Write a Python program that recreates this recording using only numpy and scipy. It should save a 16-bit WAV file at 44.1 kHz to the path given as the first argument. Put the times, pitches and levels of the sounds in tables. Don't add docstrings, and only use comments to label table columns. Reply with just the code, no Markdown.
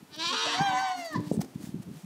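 import sys
import numpy as np
from scipy import signal
from scipy.fft import rfft, irfft, next_fast_len
from scipy.io import wavfile
from scipy.ndimage import uniform_filter1d

SR = 44100
rng = np.random.default_rng(int(sys.argv[2]) if len(sys.argv) > 2 else 0)


def unload_audio(sound):
    columns = np.transpose(np.atleast_2d(sound))
    steps = np.round(np.clip(columns, -1, 1) * 32767)
    wavfile.write(sys.argv[1], SR, steps.astype(np.int16))


N = 90404
T = np.arange(N) / SR


def from_db(db):
    return 10 ** (np.asarray(db) / 20)


def rms_one(x):
    return x / np.sqrt(np.mean(x ** 2) + 1e-20)


def even(x):
    return x / np.sqrt(np.maximum(uniform_filter1d(x ** 2, size=900), 0) + 1e-12)


def curves(rows):
    times, *columns = np.transpose(rows)
    return [np.interp(T, times, column) for column in columns]


def gate(rows, fade_s=.015):
    return np.clip(1 + np.minimum(T - rows[0][0], rows[-1][0] - T) / fade_s, 0, 1)


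def drift(hz):
    pole = np.exp(-2 * np.pi * hz / SR)
    return rms_one(signal.lfilter([1], [1, -2 * pole, pole * pole], rng.standard_normal(N + SR))[SR:])


def colour(x, points):
    size = 2 * next_fast_len(N)
    hz, db = np.transpose(points)
    octave = np.log2(np.maximum(np.arange(size // 2 + 1) * SR / size, 10))
    knots = np.log2(hz)
    octaves_outside = np.abs(octave - np.clip(octave, knots[0], knots[-1]))
    eq_db = np.interp(octave, knots, db) - np.minimum(24 * octaves_outside, 50)
    cepstrum = irfft(np.log(from_db(eq_db)))
    cepstrum[1:size // 2] *= 2
    cepstrum[size // 2 + 1:] = 0
    return irfft(rfft(x, size) * np.exp(rfft(cepstrum)))[:N]


def noise(points):
    return rms_one(colour(rng.standard_normal(N), points))


def band(x, low_hz, high_hz):
    return signal.sosfilt(signal.butter(6, [low_hz, high_hz], "band", fs=SR, output="sos"), x)


def sweep(x, hz, width_hz):
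    carrier = np.exp(2j * np.pi * np.cumsum(hz) / SR)
    pole = np.exp(-np.pi * width_hz / SR)
    return 2 * np.real(carrier * signal.lfilter([1 - pole], [1, -pole], x / carrier))


def bumps(rows):
    return sum(-from_db(db) * np.sin(2 * np.pi * hz * (T - s)) / np.cosh(np.clip((T - s) / ease, -20, 20))
               for s, db, hz, ease in rows)


def cycles(hz, waver):
    return np.cumsum(hz * (1 + waver * drift(59.5))) / SR


def folds(turns, jitter, shimmer, breath, beat=0 * T, pull=0.0):
    count = np.arange(1, int(turns[-1]))
    timing_luck, strength_luck = rng.standard_normal((2000, 2))[:len(count)].T
    swing = np.interp(count, turns, beat)
    scatter = np.interp(count, turns, jitter + 0 * T) * timing_luck
    position = np.interp(count + scatter + pull * swing, turns, np.arange(N))
    strength = np.exp(shimmer * strength_luck) * (1 + swing)
    taps = np.floor(position)[:, None] + np.arange(-7, 9)
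    offset = taps - position[:, None]
    shapes = strength[:, None] * np.sinc(offset) * np.sinc(offset / 8)
    pulses = np.zeros(N)
    np.add.at(pulses, np.clip(taps, 0, N - 1).astype(int), shapes)
    puffs = rng.standard_normal(N) * (1 + np.cos(2 * np.pi * turns)) ** 2
    return rms_one(pulses - pulses.mean()) + breath * rms_one(puffs)


def throat(source, points, restless_db, restless_hz=14, trips_s=(.00047, .00083), feedback=.8):
    size = next_fast_len(N + 4096)
    hz = np.arange(size // 2 + 1) * SR / size
    spectrum = rfft(colour(source, points), size)
    for trip in trips_s:
        delay = np.exp(-2j * np.pi * hz * trip)
        spectrum = spectrum * (feedback + delay) / (1 + feedback * delay)
    centres_hz = np.geomspace(1200, 9000, 16)
    bands = (irfft(spectrum * np.interp(hz, centres_hz, share), size)[:N] for share in np.eye(16))
    return sum(part * from_db(restless_db * drift(restless_hz)) for part in bands)


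# (frequency [Hz], gain [dB])
HISS_EQ = [(290, 8.5), (500, 1), (935, 0), (1700, -5.5), (3200, -8), (6000, -11.5), (12300, -14.5),
           (15500, -20)]
def hiss():
    return from_db(-58.5) * noise(HISS_EQ)


# (time [s], level [dB])
GUSTS = [(0, -57.5), (0.13, -57.5), (0.19, -57), (0.38, -68), (0.47, -55), (0.57, -56), (0.615, -24.5),
         (0.66, -56), (0.72, -48), (0.8, -54.5), (1.09, -64), (1.16, -32), (1.25, -46), (1.36, -38),
         (1.42, -44), (1.48, -56.5), (1.59, -48.5), (1.65, -45), (1.9, -45.5), (2.02, -61.5)]
# (frequency [Hz], gain [dB])
RUMBLE_EQ = [(25, -35.5), (50, -24.5), (90, -7), (150, -2), (250, -2), (400, -10), (700, -31), (1500, -63),
             (4000, -104)]
# (time [s],
# envelope top [dB], pitch [Hz], rise and decay [s])
WIND_THUMPS = [(0.030, -39, 204, 0.002), (0.272, -38.5, 164.3, 0.0019), (0.47, -47, 130, 0.004),
               (0.609, -21, 281, 0.0014), (0.614, -24, 151, 0.0062), (0.697, -32.5, 172, 0.0028),
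               (1.163, -20, 228, 0.0032), (1.186, -23.5, 165.6, 0.0053), (1.275, -29, 169, 0.004),
               (1.3159, -17.5, 235, 0.0016), (1.3207, -25, 153, 0.0041), (1.3473, -31, 200, 0.0033),
               (1.379, -17.5, 199, 0.0022), (1.398, -18, 179, 0.0035), (1.560, -24, 182.5, 0.0019),
               (1.642, -28, 207, 0.002), (1.674, -31, 208, 0.0013), (1.693, -28.5, 202, 0.0017),
               (1.7452, -20, 212, 0.0017), (1.759, -31, 175, 0.0075), (1.802, -31.5, 158, 0.0036),
               (1.875, -39, 180, 0.01), (1.915, -31.5, 205, 0.0015), (1.97, -39, 156, 0.008),
               (2.045, -34, 185, 0.0043)]
def wind():
    db, = curves(GUSTS)
    rumble = rms_one(noise(RUMBLE_EQ) * from_db(4.3 * drift(15.3)))
    return from_db(db) * rumble + bumps(WIND_THUMPS)


# (time [s], pitch [Hz], level [dB])
OPENING_NOTE = [(0.11, 301.5, -61), (0.147, 297.8, -44), (0.172, 311, -52), (0.196, 320.7, -37),
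                (0.222, 326.3, -32), (0.236, 342, -32.5), (0.258, 336.8, -28.5), (0.285, 347.8, -29.5),
                (0.316, 369.2, -32.5), (0.323, 378, -43)]
# (frequency [Hz], gain [dB])
OPENING_EQ = [(330, 0.5), (520, 4), (680, -8), (1020, 12), (1350, 0), (1700, 8.5), (2050, -9), (2400, 8.5),
              (2700, 3.5), (3100, 11), (3700, 10.5), (4100, 7), (4750, 10), (5200, -2), (5650, 5.5),
              (6400, -8.5), (7400, -7.5), (8300, -15), (12000, -25)]
def opening():
    hz, db = curves(OPENING_NOTE)
    source = folds(cycles(hz, waver=.003), jitter=.003, shimmer=.09, breath=.14)
    lips_parting = np.exp(-.5 * ((T - .19) / .015) ** 2)
    muffled = from_db(-44.5) * lips_parting * even(band(source, 277, 640))
    buzz = even(throat(source, OPENING_EQ, restless_db=2.5))
    return from_db(db) * gate(OPENING_NOTE) * buzz + muffled


# (time [s], level [dB], half-length [s])
HOOF_SCUFFS = [(0.162, -42, 0.001), (0.994, -49.5, 0.018), (1.058, -46.5, 0.0082), (1.131, -48, 0.0054),
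               (1.205, -53, 0.00099), (1.266, -58.5, 0.028), (1.324, -58.5, 0.023), (1.416, -50, 0.0061),
               (1.429, -55, 0.0045), (1.551, -59, .004), (1.65, -51.5, 0.037), (1.826, -56, 0.0074),
               (1.986, -58.5, 0.05)]
# (frequency [Hz], gain [dB])
GRIT_EQ = [(300, -11), (700, -0.5), (1300, -8), (2100, -8), (3200, -8), (5500, -8), (8000, -7.5),
           (12000, -13.5), (15500, -14)]
# (time [s], band centre [Hz], level [dB])
HOOF_SLIDE = [(1.25, 4280, -70), (1.305, 4710, -64), (1.325, 7400, -59), (1.34, 9500, -49.5),
              (1.355, 8000, -55)]
# (time [s], level [dB])
GRAIN_SNAPS = [(1.366, -46.5), (1.4055, -43), (1.408, -44.5), (1.411, -40), (1.4151, -37), (1.4172, -36.5),
               (1.424, -54)]
# (frequency [Hz], gain [dB])
SNAP_EQ = [(900, 4), (2100, -2), (3500, -10), (6000, 2), (7200, -8), (8600, -1), (11000, -10), (15500, -6)]
# (time [s], envelope top [dB], pitch [Hz], rise and decay [s])
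HOOF_KNOCKS = [(1.3157, -17.5, 487, 0.00077), (1.343, -30, 422, 0.0044), (1.3935, -31, 580, 0.00074),
               (1.415, -29.5, 756, 0.0011)]
def hooves(grains_per_s=2200, grain_share=.56, snap_decay_s=.0021):
    pressure = sum(from_db(db) * np.exp(-.5 * ((T - s) / half) ** 2) for s, db, half in HOOF_SCUFFS)
    grains = (rng.random(N) < grains_per_s / SR) * rng.standard_normal(N)
    grit = rms_one((1 - grain_share) * noise(GRIT_EQ) + grain_share * rms_one(colour(grains, GRIT_EQ)))
    spikes = sum(from_db(db) * (T >= s) * np.exp(-np.abs(T - s) / snap_decay_s) for s, db in GRAIN_SNAPS)
    snaps = spikes * noise(SNAP_EQ)
    hz, db = curves(HOOF_SLIDE)
    slide = from_db(db) * gate(HOOF_SLIDE) * rms_one(sweep(grit, hz, width_hz=1700))
    return pressure * grit + snaps + slide + bumps(HOOF_KNOCKS)


# (centre time [s], half-length [s], pitch [Hz], glide [Hz/s], level [dB])
VOICE_CRACKS = [(0.314, 0.010, 1107, 614, -33), (0.33, 0.016, 530, -1300, -45.5),
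                (0.334, 0.022, 258.7, -1000, -41.5), (0.473, 0.011, 703, 3202.5, -34.5),
                (0.495, 0.016, 1950, -4000, -40), (0.525, .016, 1122, 3206, -36.5),
                (0.546, 0.012, 2006, 5002, -39), (0.559, 0.01175, 729, 284, -35.5),
                (0.578, 0.014, 2250, 1978, -48), (0.735, 0.04, 590, -600, -47.5)]
def cracks():
    chirps = np.zeros(N)
    for s, half, hz, glide, db in VOICE_CRACKS:
        pitch = hz + glide * np.clip(T - s, -3 * half, 3 * half)
        turns = cycles(pitch, waver=(10 + .01 * abs(glide)) / hz)
        envelope = from_db(db) * np.exp(-.5 * ((T - s) / half) ** 2)
        chirps += envelope * np.sqrt(2) * np.sin(2 * np.pi * turns)
    return chirps


# (time [s], pitch [Hz], level [dB], second vibration [Hz], pulse scatter [cycles])
RASP_NOTE = [(0.333, 444.4, -28.5, 389.6, 0.048), (0.36, 447.6, -31.5, 360.5, 0.0064),
             (0.44, 456.9, -30.5, 364.7, 0.0084), (0.475, 466.2, -30.5, 350.1, .016),
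             (0.51, 459.8, -31, 350.9, 0.037), (0.55, 473, -30.5, 350.4, 0.059),
             (0.585, 454, -36, 348, 0.07), (0.63, 458, -51, 343, 0.15)]
# (frequency [Hz], gain [dB])
RASP_EQ = [(340, -6.5), (455, -3.5), (560, -12), (760, -15), (920, 1.5), (1350, 1), (1750, -1.5),
           (2150, -12.5), (2600, 0), (3100, 0.5), (3550, -1.5), (3830, 0), (4250, -4), (4620, 0.5),
           (5200, -13), (5650, -2), (6300, -14.5), (7400, -13.5), (8700, -22), (9500, -31), (10400, -25),
           (12000, -39)]
def rasp():
    hz, db, beat_hz, scatter = curves(RASP_NOTE)
    beat = .22 * np.sin(2 * np.pi * cycles(beat_hz, waver=.002 + .2 * scatter))
    turns = cycles(hz, waver=.003)
    source = folds(turns, jitter=scatter, shimmer=.14, breath=.1 + scatter, beat=beat, pull=.5)
    return from_db(db) * gate(RASP_NOTE) * even(throat(source, RASP_EQ, restless_db=2.2))


# (time [s], pitch [Hz], level [dB])
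HUM_NOTE = [(0.42, 290, -67), (0.47, 297, -43.5), (0.57, 288.4, -47.5), (0.64, 285, -53),
            (0.70, 305.4, -44), (0.78, 292.3, -45.5), (0.88, 287.5, -82), (0.99, 269.8, -41.5),
            (1.09, 284.5, -63.5), (1.135, 307.4, -40), (1.21, 301.1, -36), (1.30, 297.2, -41.5),
            (1.44, 268.3, -43), (1.50, 254, -60)]
# (frequency [Hz], gain [dB])
HUM_EQ = [(150, 4), (290, 10), (450, -3), (600, -11.5), (900, -15.5), (1400, -27), (1800, -28),
          (2600, -27.5), (4500, -25.5), (9000, -52)]
def hum():
    hz, db = curves(HUM_NOTE)
    source = folds(cycles(hz, waver=.0072), jitter=.014, shimmer=.089, breath=.32)
    return from_db(db) * gate(HUM_NOTE) * even(colour(source, HUM_EQ))


# (time [s], pitch [Hz], fundamental [dB], mids before trim [dB], treble before trim [dB])
SCREAM_NOTE = [(0.585, 733.0, -37, -32.5, -38.5), (0.598, 772, -26, -33.5, -40),
               (0.62, 798.8, -24, -31.5, -38.5), (0.65, 800.4, -28, -32.5, -40.5),
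               (0.684, 784, -24.5, -30, -40.5), (0.702, 757.8, -28.5, -32, -38.5),
               (0.776, 755.5, -27, -32.5, -37.5), (0.826, 770.8, -27, -34, -39.5),
               (0.9, 746, -32, -36.5, -43.5), (0.965, 726, -40.5, -43.5, -44), (1.03, 685, -41, -43.5, -49),
               (1.07, 657.5, -40.5, -44, -41.5), (1.135, 610, -51.5, -48, -52.5)]
# (time [s], rate [Hz], depth [0-1], hoarse air [dB])
SCREAM_ROUGHNESS = [(0.58, 205.7, 0.13, -35), (0.645, 200.9, 0.02, -39), (0.675, 214.5, 0.03, -46.5),
                    (0.72, 235.6, 0.19, -36), (0.76, 261.3, 0.29, -47), (0.81, 264.6, 0.18, -36),
                    (0.86, 285.8, 0.11, -41), (0.915, 293.6, 0.25, -44.5), (0.945, 300, 0, -53),
                    (1.12, 326.6, 0.01, -68)]
# (frequency [Hz], gain [dB])
SCREAM_EQ = [(1030, -11), (1250, -7), (1550, -3.5), (2000, 5), (2260, -9.5), (2430, -18.5), (2680, -6),
             (3150, -8.5), (3450, -3), (3800, -2.5), (4050, -12), (4650, -7.5), (5180, -27.5), (5600, -10),
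             (6050, -23.5), (6400, -10), (7050, -26.5), (7550, -19), (9000, -33), (12000, -34.5)]
# (frequency [Hz], gain [dB])
HOARSE_EQ = [(800, -11), (900, 4), (1050, 1), (1130, 2), (1200, -3), (1290, -12)]
def scream(mid_trim_db=-2.5, treble_trim_db=-3.0):
    hz, base_db, mid_db, treble_db = curves(SCREAM_NOTE)
    beat_hz, depth, hoarse_db = curves(SCREAM_ROUGHNESS)
    turns = cycles(hz, waver=.004)
    beat = depth * np.sin(2 * np.pi * cycles(beat_hz, waver=.04))
    source = folds(turns, jitter=.0055 + .026 * depth, shimmer=.12, breath=.15, beat=beat, pull=.12)
    voice = throat(source, SCREAM_EQ, restless_db=3.6)
    fundamental = np.sqrt(2) * np.sin(2 * np.pi * turns)
    side_tones = from_db(11) * band(beat * fundamental, 623, 1310)
    body = from_db(base_db) * (fundamental + side_tones)
    mids = from_db(mid_db + mid_trim_db) * even(band(voice, 830, 3770))
    treble = from_db(treble_db + treble_trim_db) * even(band(voice, 3940, 13400))
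    hoarse = from_db(hoarse_db) * even(band(noise(HOARSE_EQ), 826, 1260))
    flicker = from_db(.94 * drift(13))
    return gate(SCREAM_NOTE) * (body + hoarse + (mids + treble) * flicker)


# (time [s], pitch [Hz], level [dB])
SQUEAK_NOTE = [(1.115, 624, -44.5), (1.145, 586, -36.5), (1.161, 485.4, -29.5), (1.176, 511, -41),
               (1.19, 570, -57), (1.215, 541, -79)]
# (frequency [Hz], gain [dB])
SQUEAK_EQ = [(500, -18), (750, 8), (1000, 8), (1200, 4), (1450, -22), (1780, 7.5), (2300, -25.5),
             (4500, -14), (7000, -26.5), (12000, -44)]
def squeak():
    hz, db = curves(SQUEAK_NOTE)
    source = folds(cycles(hz, waver=.008), jitter=.006, shimmer=.12, breath=.1)
    return from_db(db) * gate(SQUEAK_NOTE) * even(colour(source, SQUEAK_EQ))


# (time [s], centre [Hz], boost or cut [dB])
MOUTH_SWEEP = [(0.2, 3830, 5), (0.235, 4150, 8), (0.255, 4500, -14), (0.282, 3470, -7), (0.32, 3840, -7),
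               (0.37, 4050, 9), (0.41, 3900, 10.5), (0.45, 3620, 7), (0.49, 3070, -1), (0.535, 3450, 6),
               (0.58, 3360, -4), (0.66, 3070, 3), (0.75, 4600, -1), (0.84, 4580, 4), (0.9, 4500, 5.5),
               (1.07, 4550, -0.5)]
def mouth(voice):
    hz, gain_db = curves(MOUTH_SWEEP)
    return voice + (from_db(gain_db) - 1) * sweep(voice, hz, width_hz=156)


# (delay [s], level [dB])
REFLECTIONS = [(.0057, -15), (0.015, -22), (0.031, -14)]
def pen(x, t60_s=.49, build_s=.084, tail_db=-17):
    echoes = sum(from_db(db) * np.interp(T - s, T, x, left=0) for s, db in REFLECTIONS)
    tail = rng.standard_normal(N) * from_db(-60 * T / t60_s) * np.minimum(T / build_s, 1)
    wash = from_db(tail_db) * signal.fftconvolve(x, tail / np.sqrt(np.sum(tail ** 2)))[:N]
    return x + signal.sosfilt(signal.butter(1, 22000, fs=SR, output="sos"), echoes + wash)


def scene():
    goat = mouth(opening() + rasp() + scream() + squeak() + hum() + cracks())
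    return (pen(goat + hooves()) + wind() + hiss())[None]


def record(dry, low_cut_hz=58, high_cut_hz=15600):
    thinned = signal.sosfilt(signal.butter(2, low_cut_hz, "high", fs=SR, output="sos"), dry)
    return signal.sosfilt(signal.ellip(10, .1, 80, high_cut_hz, fs=SR, output="sos"), thinned)


dry = scene()
out = record(dry)
unload_audio(out)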